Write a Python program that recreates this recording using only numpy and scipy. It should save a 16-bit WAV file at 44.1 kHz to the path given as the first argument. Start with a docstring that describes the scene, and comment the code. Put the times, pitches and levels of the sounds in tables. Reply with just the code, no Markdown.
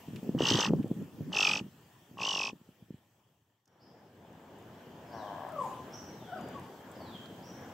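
"""A large raven close by gives three rasping caws: whistles chopped by a slow throat cycle, knocks and breath.
Wind buffets the microphone with rumbling noise and short swings of pressure. The air of this first place,
shaped noise, fades out. A second place fades in: a broad outdoor murmur and hiss, a farther raven that croaks
in throat pulses and yelps in falling partials, small birds made of gliding tones in echoes, and dry stalks
that tick in short noise bursts."""
import sys
import numpy as np
from scipy import signal
from scipy.fft import rfft, irfft, next_fast_len
from scipy.io import wavfile
from scipy.ndimage import uniform_filter1d, map_coordinates

SR = 44100
rng = np.random.default_rng(int(sys.argv[2]) if len(sys.argv) > 2 else 0)


def waveform_to_disk(signal):
    """Save audio, clipped to [-1, 1], as 16-bit WAV at the path in sys.argv[1]."""
    frames = np.transpose(np.atleast_2d(signal))
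    scaled = np.clip(frames, -1, 1) * 32767
    samples = np.round(scaled).astype(np.int16)
    wavfile.write(sys.argv[1], SR, samples)


N = 340893


def amp(db):
    """Turn decibels into a plain multiplier."""
    return 10 ** (np.asarray(db) / 20)


def unit(x):
    """Scale a sound to an rms of 1."""
    return x / np.sqrt(np.mean(x ** 2) + 1e-20)


def along(points, hz):
    """Read a curve of (Hz, value) points, with pitch on a log axis."""
    f, v = np.transpose(points)
    return np.interp(np.log(hz + 1), np.log(f + 1), v)


def span(rows):
    """Sample numbers from the first row to the last, and each column filled in between its rows."""
    times, *columns = np.transpose(rows)
    i = np.arange(round(times[0] * SR), min(round(times[-1] * SR), N))
    return i, [np.interp(i / SR, times, column) for column in columns]


def wobble(rate, size=N):
    """A smooth random curve with this many random points a second."""
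    points = rng.standard_normal(int(size * rate / SR) + 4)
    return map_coordinates(points, [np.arange(size) * rate / SR])


def filtered(x, response):
    """Change the strength and timing of each frequency in x by a response curve."""
    m = next_fast_len(x.shape[-1] + 8192)
    spectrum = rfft(x, m) * response(np.fft.rfftfreq(m, 1 / SR))
    return irfft(spectrum, m)[..., :x.shape[-1]]


def tract(modes):
    """The response of a hollow tube: resonances (Hz, width Hz, dB) added with alternating sign."""
    def response(f):
        return sum((-1) ** k * amp(db) * 1j * f * width / (centre ** 2 - f * f + 1j * f * width)
                   for k, (centre, width, db) in enumerate(modes))
    return response


def pulses(rate, scatter_db):
    """One click of slightly random size per cycle, and the running cycle count."""
    count = np.cumsum(rate) / SR
    sizes = amp(scatter_db * rng.standard_normal(200))
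    return np.diff(np.floor(count), prepend=0) * sizes[count.astype(int)], count


def rush(spectrum, alike, patchy_db):
    """Stereo noise of rms 1, made uneven by smooth random patches in time and pitch."""
    z = signal.stft(rng.standard_normal((2, N)), nperseg=512)[2]
    field = uniform_filter1d(rng.standard_normal(z.shape[1:]), size=6, axis=0)
    field = uniform_filter1d(field, size=12, axis=1)
    pair = signal.istft(z * amp(patchy_db * unit(field)), nperseg=512)[1][:, :N]

    def mix(hz):
        # this angle splits the noise into a shared part and a left-right difference
        angle = np.arccos(np.clip(along(alike, hz), -1, 1)) / 2
        return amp(along(spectrum, hz)) * [np.cos(angle), np.sin(angle)]

    mid, side = filtered(pair, mix)
    return unit(np.array([mid + side, mid - side]))


def echoes(x, t60, alike, colour):
    """A smeared tail from ground, trees and slopes that dies by 60 dB in t60 s, partly shared by both sides."""
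    t = np.arange(SR // 2) / SR
    tail = rng.standard_normal((2, len(t))) * amp(-60 * t / t60) * (t > .004)
    tail = tail + alike * tail[::-1]
    tail = filtered(tail / np.linalg.norm(tail[0]), lambda hz: amp(along(colour, hz)))
    return signal.fftconvolve(x[None], tail, axes=1)[:, :N]


def swell(s, rise_s, fall_s):
    """A rise and fall in strength that peaks at 1 at time s."""
    t = np.arange(N) / SR - s
    return np.exp(np.minimum(t / rise_s, -t / fall_s))


# tone of the first place's air: pitch_hz, relative level_db per Hz
HILL_TONE = [(25, -43.5), (60, -17), (110, 2), (250, -7.5), (550, -11.5), (980, -11), (1150, -16),
             (1600, -20), (1820, -15.5), (2050, -23), (3200, -16.5), (3900, -26.5), (8300, -24.5),
             (9100, -39), (10500, -29), (15600, -22.5)]
# tone of the second place's murmur: pitch_hz, relative level_db per Hz
MURMUR_TONE = [(25, -32), (45, -27), (96, -3.5), (190, -0.5), (450, -5.5), (900, -8.5), (1250, -16.5),
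               (1500, -16.5), (1680, -15.5), (2100, -22.5), (2600, -25), (3100, -20.5), (3500, -25),
               (4000, -37), (6000, -52)]
# tone of the second place's hiss: pitch_hz, relative level_db per Hz
HISS_TONE = [(2500, -20), (4000, -4), (6000, -5), (8300, -5), (8650, -22), (9050, -57), (9700, -8),
             (10400, -13.5), (12000, -6.5), (15600, -4)]
# how alike left and right are in the air, and in the rustle below: pitch_hz, likeness (-1 to 1)
SIDE_LIKENESS = [(60, 0.99), (180, 1.0), (550, 0.95), (1650, 0.57), (4970, 0.36), (15000, -0.21)]
HILL_DB, FADE_OUT_S, FADE_OUT_POWER = -54.5, 3.856, 0.99
CUT_S = 3.672  # the second place takes over
MURMUR_DB, HISS_DB, FADE_IN_FROM_S, FADE_IN_TO_S = -48, -63, 3.456, 5.55  # levels once faded in


def air():
    """Steady background noise: the first place fades out, the second cuts in and fades up."""
    t = np.arange(N) / SR
    leaving = np.clip(1 - t / FADE_OUT_S, 0, 1) ** FADE_OUT_POWER * (t < CUT_S)
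    coming = np.clip((t - FADE_IN_FROM_S) / (FADE_IN_TO_S - FADE_IN_FROM_S), 0, 1) * (t >= CUT_S)
    hill = amp(HILL_DB) * rush(HILL_TONE, SIDE_LIKENESS, patchy_db=2.0)
    murmur = amp(MURMUR_DB + 1.24 * wobble(4.9)) * rush(MURMUR_TONE, SIDE_LIKENESS, patchy_db=1.5)
    hiss = amp(HISS_DB) * rush(HISS_TONE, SIDE_LIKENESS, patchy_db=1.6)
    return leaving * hill + coming * (murmur + hiss)


# strength of the wind's rumble before the low cut: time_s, level_db
WIND_STRENGTH = [(0, -64), (.17, -42.5), (.3, -33), (.39, -37.5), (.53, -31.5), (.64, -43.5), (.72, -36.5),
                 (.79, -28), (.83, -39.5), (1.02, -41.5), (1.18, -47.5), (1.28, -41.5), (1.36, -46.5),
                 (1.65, -48), (1.72, -66), (2.05, -70), (2.15, -53.5), (2.55, -53.5), (2.6, -73),
                 (3.1, -80.5)]
# single shoves of wind before the low cut: time_s, peak_db, swing_hz at the peak
SHOVES = [(0.085, -27.5, 222), (0.135, -28, 227), (0.231, -26.5, 285), (0.293, -17, 283),
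          (0.35, -15.5, 270), (0.407, -13, 440), (0.422, -18, 340), (0.434, -21, 348), (0.514, -17, 317),
          (.527, -24, 360), (.552, -16.5, 317), (0.589, -19, 480), (0.707, -18.5, 356), (.736, -14.5, 437),
          (0.845, -20.5, 270), (0.86, -29.5, 347), (0.915, -17, 244), (1.208, -28.5, 247),
          (1.613, -27, 204), (1.665, -38.5, 230), (2.114, -40.5, 196), (2.532, -33, 292), (2.615, -44, 217),
          (2.691, -41.5, 243), (2.826, -39.5, 197), (2.907, -30, 245), (2.926, -49.5, 248),
          (2.944, -34.5, 197), (2.987, -53, 179.6)]
# tone of the rumble before the low cut: pitch_hz, relative level_db per Hz
RUMBLE_TONE = [(25, -42.5), (50, -32.5), (80, -16), (120, -2), (180, 2), (270, -2.5), (450, -14),
               (800, -32.5), (1300, -44), (2500, -82)]
WAKE_DB, WAKE_RISE_S, WAKE_FALL_S = -21, .01, .02  # the rumble swells around each shove, relative to it


def wind():
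    """Eddies push on the microphone: a lumpy rumble and single short swings, both thinned by a low cut."""
    out, t = np.zeros((2, N)), np.arange(-300, 1500) / SR
    i, (level_db,) = span(WIND_STRENGTH)
    wake = np.max([amp(peak_db + WAKE_DB) * swell(s, WAKE_RISE_S, WAKE_FALL_S)
                   for s, peak_db, _ in SHOVES], axis=0)
    lumps = amp(5.2 * np.tanh(wobble(45)) + 1.1 * wobble(11))
    rumble = unit(lumps * rush(RUMBLE_TONE, [(30, .7), (100, 0.93)], patchy_db=3.5))
    out[:, i] = (amp(level_db) + wake[i]) * rumble[:, i]
    for s, peak_db, hz in SHOVES:
        push = np.where(t < 0, np.exp(-(t * hz / 0.33) ** 2), np.exp(-t * hz / .9))
        swing = np.cos(2 * np.pi * hz * t / (1 + 60 * np.abs(t)))  # slows away from its peak
        out[:, round(s * SR) - 300:][:, :len(t)] -= amp(peak_db) * push * swing
    return filtered(out, lambda f: (1j * f / (75 + 1j * f)) ** 2)  # low cut near 75 Hz


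# snapping dry stalks: time_s, strength_db before the resonance, centre_hz
STALK_SNAPS = [(.16, -30.5, 2440), (.234, -50.5, 6500), (.761, -49.5, 5050), (.829, -41.5, 2370),
               (.88, -50.5, 7430), (.94, -54, 7300), (1.024, -55, 7060), (3.656, -56, 6000),
               (3.677, -55.5, 5550), (4.329, -60, 6920), (4.586, -55, 7900), (4.625, -58.5, 7000),
               (5.49, -50, 8700), (5.522, -49, 7400), (6.154, -34, 850), (6.411, -47, 6900),
               (6.487, -45.5, 7600), (6.597, -46, 8600), (6.916, -46, 8050), (7.179, -55.5, 7200),
               (7.258, -43.5, 4130)]
# tone of the rustling litter: pitch_hz, relative level_db per Hz
RUSTLE_TONE = [(1000, -17), (2500, 5.5), (4300, -5), (8000, -0.5), (9000, -14), (10000, -6), (15600, -12)]
TICK_CYCLES, TICK_LONGEST_S = 130, 0.037  # time to die by 60 dB: this many cycles, at most this long
RUSTLE_S, RUSTLE_DB, RUSTLE_RISE_S, RUSTLE_FALL_S = 5.64, -55.5, .05, .12


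def ticks():
    """Dry stalks snap in short broad bursts, the high ones shortest; dry litter stirs once under a hop."""
    out, t = np.zeros((2, N)), np.arange(SR // 6) / SR
    for s, db, hz in STALK_SNAPS:
        burst = rng.standard_normal((2, len(t)))
        burst = burst + burst[::-1] * .5  # partly shared by both sides
        burst = burst * amp(-60 * t / min(TICK_CYCLES / hz, TICK_LONGEST_S))
        out[:, round(s * SR):][:, :len(t)] += amp(db) * filtered(burst, tract([(hz, 0.21 * hz, 0)]))
    stir = amp(RUSTLE_DB) * swell(RUSTLE_S, RUSTLE_RISE_S, RUSTLE_FALL_S)
    return out + stir * rush(RUSTLE_TONE, SIDE_LIKENESS, patchy_db=4)


def chirp(length, glide, depth_hz, shake_hz, peak):
    """One bird note whose pitch follows glide(t) and shakes fast; loudest near the share peak of its length."""
    t = np.arange(int(length * SR)) / SR
    u = t / length
    hz = glide(t) + depth_hz * (np.sin(2 * np.pi * shake_hz * t) + 0.5 * wobble(300.3, size=len(t)))
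    shape = np.minimum(0.22 + 0.88 * (u / peak) ** 1.74, (1 - u) / (1.02 - peak) + 0.14)
    shape = shape * np.clip((1 - u) / 0.029, 0, 1)
    return amp(3.7 * wobble(48.0, size=len(t))) * shape * np.sin(2 * np.pi * np.cumsum(hz) / SR)


# falling whistles, before the pitch shake and echoes: start_s, length_s, start_hz, end_hz, strength_db
BIRD_WHISTLES = [(5.066, 0.23, 5320, 2950, -59), (6.139, 0.19, 4140, 2880, -63.5),
                 (6.623, 0.048, 3940, 3130, -70), (6.955, 0.22, 5070, 3035, -56)]
# buzzy notes and one nearly steady held note, before echoes:
# start_s, length_s, settled_hz, strength_db, shake_depth_hz
SHAKEN_NOTES = [(3.668, 0.13, 5710, -83.5, 110), (3.788, 0.13, 5110, -69.5, 310),
                (5.122, 0.11, 5690, -61.5, 263), (5.902, 0.15, 5730, -56, 236),
                (6.322, .21, 4780, -70.5, 40), (7.425, 0.13, 5700, -54.5, 199)]
QUIVER_HZ, QUIVER_RATE_HZ, WHISTLE_PEAK = 40.2, 68, 1
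# a shaken note slides up into its pitch from SCOOP depths below
SHAKE_RATE_HZ, SHAKEN_PEAK, SCOOP, SCOOP_S = 370, 0.27, 5.2, .012


def birds():
    """Small birds: tones that glide down, buzzy tones with a fast pitch shake, one nearly steady held note."""
    out = np.zeros(N)
    for s, length, start_hz, end_hz, db in BIRD_WHISTLES:
        fall = lambda t: start_hz + (end_hz - start_hz) * t / length
        note = chirp(length, fall, QUIVER_HZ, QUIVER_RATE_HZ, WHISTLE_PEAK)
        out[round(s * SR):][:len(note)] += amp(db) * note
    for s, length, hz, db, depth_hz in SHAKEN_NOTES:
        scoop = lambda t: hz - SCOOP * depth_hz * np.exp(-t / SCOOP_S)
        note = chirp(length, scoop, depth_hz, SHAKE_RATE_HZ, SHAKEN_PEAK)
        out[round(s * SR):][:len(note)] += amp(db) * note
    return out


# the far raven's throat resonances, before sharpening: centre_hz, width_hz, relative level_db
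FAR_THROAT_MODES = [(658, 200, 3), (1053, 220, 1.5), (1636, 240, -4)]
CROAK_S, CROAK_LENGTH_S = 5.0966, .4
CROAK_RATE, ONSET_RATE, SETTLE_S = 96.56, 29.43, .0987  # pulses per s: steady, extra at onset; its decay
TIRE_S, TIRE_RATE_PER_S = .2483, 341.1  # then the rate slumps, in pulses per s each second
CROAK_DB, CROAK_ATTACK_S, CROAK_SWELL_DB = -48, 0.041, 4.5


def croak():
    """Slowing single throat pulses, each ringing the throat's resonances."""
    t = np.arange(int(CROAK_LENGTH_S * SR)) / SR
    rate = CROAK_RATE + ONSET_RATE * np.exp(-t / SETTLE_S) - TIRE_RATE_PER_S * np.clip(t - TIRE_S, 0, 1)
    beats = pulses(rate, scatter_db=1)[0]
    level = amp(CROAK_DB + CROAK_SWELL_DB * t / CROAK_LENGTH_S) * np.clip(t / CROAK_ATTACK_S, 0, 1)
    return level * unit(filtered(beats, lambda f: tract(FAR_THROAT_MODES)(f) ** 2))


# yelps before pitch and level shake: start_s, length_s, start_hz, end_hz, strength_db, power of the fall
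FAR_YELPS = [(5.497, 0.18, 653, 344, -35.5, 1.99), (6.271, .14, 729, 476, -42.5, 4.2),
             (6.529, .065, 595, 484, -48.5, 1.21)]
YELP_ONSET, YELP_ATTACK, YELP_RELEASE = 0.27, 0.76, .3  # strength at the start; shares of the yelp
FIRST_DB, YELP_THROAT = -7, 1.35  # first partial against the second; sharpness of the throat


def far_raven():
    """A croak, then hoarse falling yelps whose two partials cross the throat's resonances."""
    out = np.zeros(N)
    rasp = croak()
    out[round(CROAK_S * SR):][:len(rasp)] = rasp
    for s, length, start_hz, end_hz, db, sag in FAR_YELPS:
        u = np.linspace(0, 1, int(length * SR))
        hz = start_hz + (end_hz - start_hz) * u ** sag
        turn = 2 * np.pi * np.cumsum(hz * (1 + 0.037 * wobble(119.2, size=len(u)))) / SR
        shake = amp(3.45 * wobble(87.4, size=len(u)))
        voice = 0
        for k, part_db in enumerate((FIRST_DB, 0), 1):
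            throat = np.abs(tract(FAR_THROAT_MODES)(k * hz)) ** YELP_THROAT
            voice = voice + amp(part_db) * throat * np.sin(k * turn)
        rise = YELP_ONSET + (1 - YELP_ONSET) * u / YELP_ATTACK
        shape = np.clip(np.minimum(rise, (1 - u) / YELP_RELEASE), 0, 1)
        out[round(s * SR):][:len(u)] += np.sqrt(2) * amp(db) * shape * shake * voice
    return out


# tone of the breath: pitch_hz, relative level_db per Hz
BREATH_TONE = [(300, -35), (1000, -19.5), (1500, -18), (2150, -12), (2900, 3), (4050, -7.5), (5500, -4.5),
               (6400, -5), (7000, -19), (7800, -12.5), (8400, -23.5), (9100, -39), (10500, -31.5),
               (13000, -28.5), (15800, -39)]


def breath_noise(held):
    """Rushing breath, with turbulence strongest while the throat's gap is open."""
    noise = filtered(rng.standard_normal(len(held)), lambda f: amp(along(BREATH_TONE, f)))
    return unit(noise * (1.0 + held))


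def closing_knock(slam, count, rough, modes):
    """The throat slams shut and rings; a rough knock rattles on as it dies away, its low tones coming last."""
    rattle = 0.14 * rough * np.exp(-(count % 1) / 0.48) * rng.standard_normal(len(count))

    def ring(f):
        slide = np.exp(-2j * np.pi * .005 * rough * (f - f * f / 6000))  # delays the low tones
        return tract(modes)(f) * slide / (1 + 1j * f / 2200) ** 3

    return unit(filtered(slam + rattle, ring))


# windpipe and beak acting on the upper whistle: pitch_hz, gain_db
BEAK_TONE = [(2150, -12), (2600, 1.5), (3300, 2), (4050, -29), (4400, -6), (4650, -8), (4950, -0.5),
             (5200, -8), (5550, 4), (5950, -6), (6300, 1.5), (7000, -21.5), (7700, -11)]


def upper_whistle(held, drop, turn, flutter, rough):
    """The whistle's high swoop, broken up when rough, and the octave over its held note, through the beak."""
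    n = len(held)
    swoop = held * np.clip(3 * drop, 0, 1) * np.sin(turn) * flutter * amp(8 * rough * wobble(420, size=n))
    octave = held * (1 - drop) ** 4 * amp(5 * np.tanh(wobble(500, size=n)))
    octave = octave * np.sin(2 * turn + 1.0 * wobble(700, size=n))
    return unit(filtered(swoop + .4 * octave, lambda f: amp(along(BEAK_TONE, f))))


# throat cycle of each caw: start_s, length_s, cycles per s at the start, at the turn and at the end,
# share of the caw before the turn, roughness (0-1), open share of a cycle,
# shares of the open part spent dropping and fading
THROAT_CYCLES = [(.3618, .3379, 63.28, 60.34, 48.86, .2377, .5, .54, .5, .25),
                 (1.3015, .3075, 58.24, 46.45, 55.01, .529, .3, .62, .5, .2),
                 (2.1547, .363, 62.93, 47.48, 59.34, .59, .17, .62, .46, .12)]
# effort through each caw: time_s, held note_hz before its bends, whistle level_db before the edge fades
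CAW_EFFORT = [
    [(.362, 2807, -79.5), (.392, 2950, -44), (.44, 2950, -36), (.49, 3070, -30), (.55, 3170, -35),
     (.61, 2960, -33.5), (.66, 2765, -39), (.7, 2680, -57)],
    [(1.3, 2914, -69), (1.33, 2930, -39), (1.37, 2658, -31.5), (1.42, 2712, -29.5), (1.49, 2470, -29.5),
     (1.54, 2640, -34), (1.585, 2696, -39.5), (1.612, 2680, -48)],
    [(2.155, 2845, -83), (2.185, 2886, -51.5), (2.22, 2594, -37), (2.28, 3092, -35.5), (2.4, 2698, -36.5),
     (2.45, 2587, -37), (2.49, 2690, -42), (2.52, 2756, -62)],
]
# other layers of each caw at full effort, halfway: upper whistle level_db, its gain_db over the caw,
# knock level_db, its gain_db, breath level_db, its gain_db
CAW_LAYERS = [(-35.5, 13, -36, 9.5, -33, 3), (-37.5, 4.5, -40.5, 0.5, -37.5, 1),
              (-42, 4.5, -41.5, -5, -44, -2)]
# throat resonances after a closure, per caw: centre_hz, width_hz, relative level_db
KNOCK_MODES = [
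    [(444.4, 230, -9), (886, 63, 2.5), (1130, 290, -3), (1905, 130, -1)],
    [(427, 430, -7), (874, 130, 1.5), (1240, 180, -3.5), (1950, 180, -4)],
    [(426, 390, -10), (876, 130, -0.5), (1094, 80, 2), (1950, 100, -13)],
]
# a tone at half the held note, per caw, before its wobble: level_db against the whistle at full effort
HALF_TONE_DB = [-25.5, -17, -31.5]
LAYER_GROWTH = 1.5, 0.48, 1.01  # upper whistle, knock, breath: dB for each dB of effort
CYCLE_BEND = 1.6  # the cycle rate eases into and out of its turn by this power
CYCLE_SCATTER_DB = 3  # strength of one cycle against the next, at full roughness
WEAK_SAG = .012  # share by which the held note sinks further for each dB under full effort (up to 15)


def caws():
    """Each throat cycle opens on a whistle that drops from high up to a held note, then slams shut."""
    out = np.zeros(N)
    for cycle, rows, layers, modes, half_db in zip(THROAT_CYCLES, CAW_EFFORT, CAW_LAYERS, KNOCK_MODES,
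                                                   HALF_TONE_DB):
        s, length, first, turning, last, turn_at, rough, opened, fall, fade = cycle
        i = np.arange(round(s * SR), round((s + length) * SR))
        n, gone = len(i), np.linspace(0, 1, len(i))
        times, note_hz, note_db = np.transpose(rows)
        note_hz, note_db = np.interp(i / SR, times, note_hz), np.interp(i / SR, times, note_db)
        effort_db = note_db - note_db.max()
        upper_db, knock_db, breath_db = (
            db + gain_db * (gone - .5) + grows * effort_db
            for (db, gain_db), grows in zip(np.reshape(layers, (-1, 2)), LAYER_GROWTH))

        away = np.where(gone < turn_at, 1 - gone / turn_at, (gone - turn_at) / (1 - turn_at)) ** CYCLE_BEND
        rate = turning + (np.where(gone < turn_at, first, last) - turning) * away
        slam, count = pulses(rate, scatter_db=1)
        u = np.clip((count % 1 - 1 + opened) / opened, 0, 1)  # 0 to 1 through the open part of the cycle

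        # the membrane slackens as the gap widens; more effort starts the whistle higher
        drop = np.clip(1 - u / fall, 0, 1) ** 1.25
        reach_hz = 4000 * np.clip((upper_db + 64) / 16, .25, 1)
        sink = (0.095 - WEAK_SAG * np.clip(effort_db, -15, 0)) * (.5 - u)
        hz = note_hz * (1 + sink + 0.04 * rough * wobble(300, size=n)) + reach_hz * drop
        turn = 2 * np.pi * np.cumsum(hz) / SR
        flutter = amp(9 * rough * np.tanh(wobble(350, size=n)))

        held = np.clip(u / 0.096, 0, 1) * np.clip((1 - u) / fade, 0, 1)
        cycle_sizes = amp(CYCLE_SCATTER_DB * rough * rng.standard_normal(SR // 1000))
        held = held * cycle_sizes[count.astype(int)] * (count > 1)  # a caw starts on a knock
        half_tone = amp(half_db + effort_db + 5 * wobble(250, size=n)) * np.sin(turn / 2)
        note = unit(held * (1 - drop) ** 4 * flutter * (np.sin(turn) + half_tone))

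        voice = amp(note_db) * note
        voice = voice + amp(upper_db) * upper_whistle(held, drop, turn, flutter, rough)
        voice = voice + amp(knock_db) * closing_knock(slam, count, rough, modes)
        voice = voice + amp(breath_db) * breath_noise(held)
        edge = np.clip(np.minimum(i - i[0], i[-1] - i) / (0.011 * SR), 0, 1)  # 11 ms fade at each end
        out[i] += edge * voice
    return out


def scene():
    """Near raven almost dry and central, far raven to the left, birds in long echoes."""
    near, far, small = caws(), far_raven(), birds()

    def colour(hz):  # left and right differ a little in tone
        return amp(np.array([[1], [-1]]) * along([(1000, 0.5), (2800, -.3), (5500, .7)], hz))

    near_tail = echoes(near, t60=0.059, alike=0,
                       colour=[(1000, -9), (3000, -13.5), (4500, -9.5), (8000, -2)])
    near = filtered(np.array([near, near]), colour) + near_tail
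    far_tail = echoes(far, t60=0.71, alike=0.58, colour=[(500, -2.5), (1700, -1.0)])
    far = far * amp([[2.5], [-2.5]]) + far_tail * amp([[1.5], [-1.5]])  # left and right gains in dB
    small = small + echoes(small, t60=0.93, alike=0.07, colour=[(3300, 4.0), (6000, 3.9)])
    return near + far + small + ticks() + wind() + air() * amp([[.6], [-.6]])


TOP_HZ = 15760


def record(dry):
    """Keep only the frequencies below the upper limit."""
    return filtered(dry, lambda hz: hz < TOP_HZ)


dry = scene()
out = record(dry)
waveform_to_disk(out)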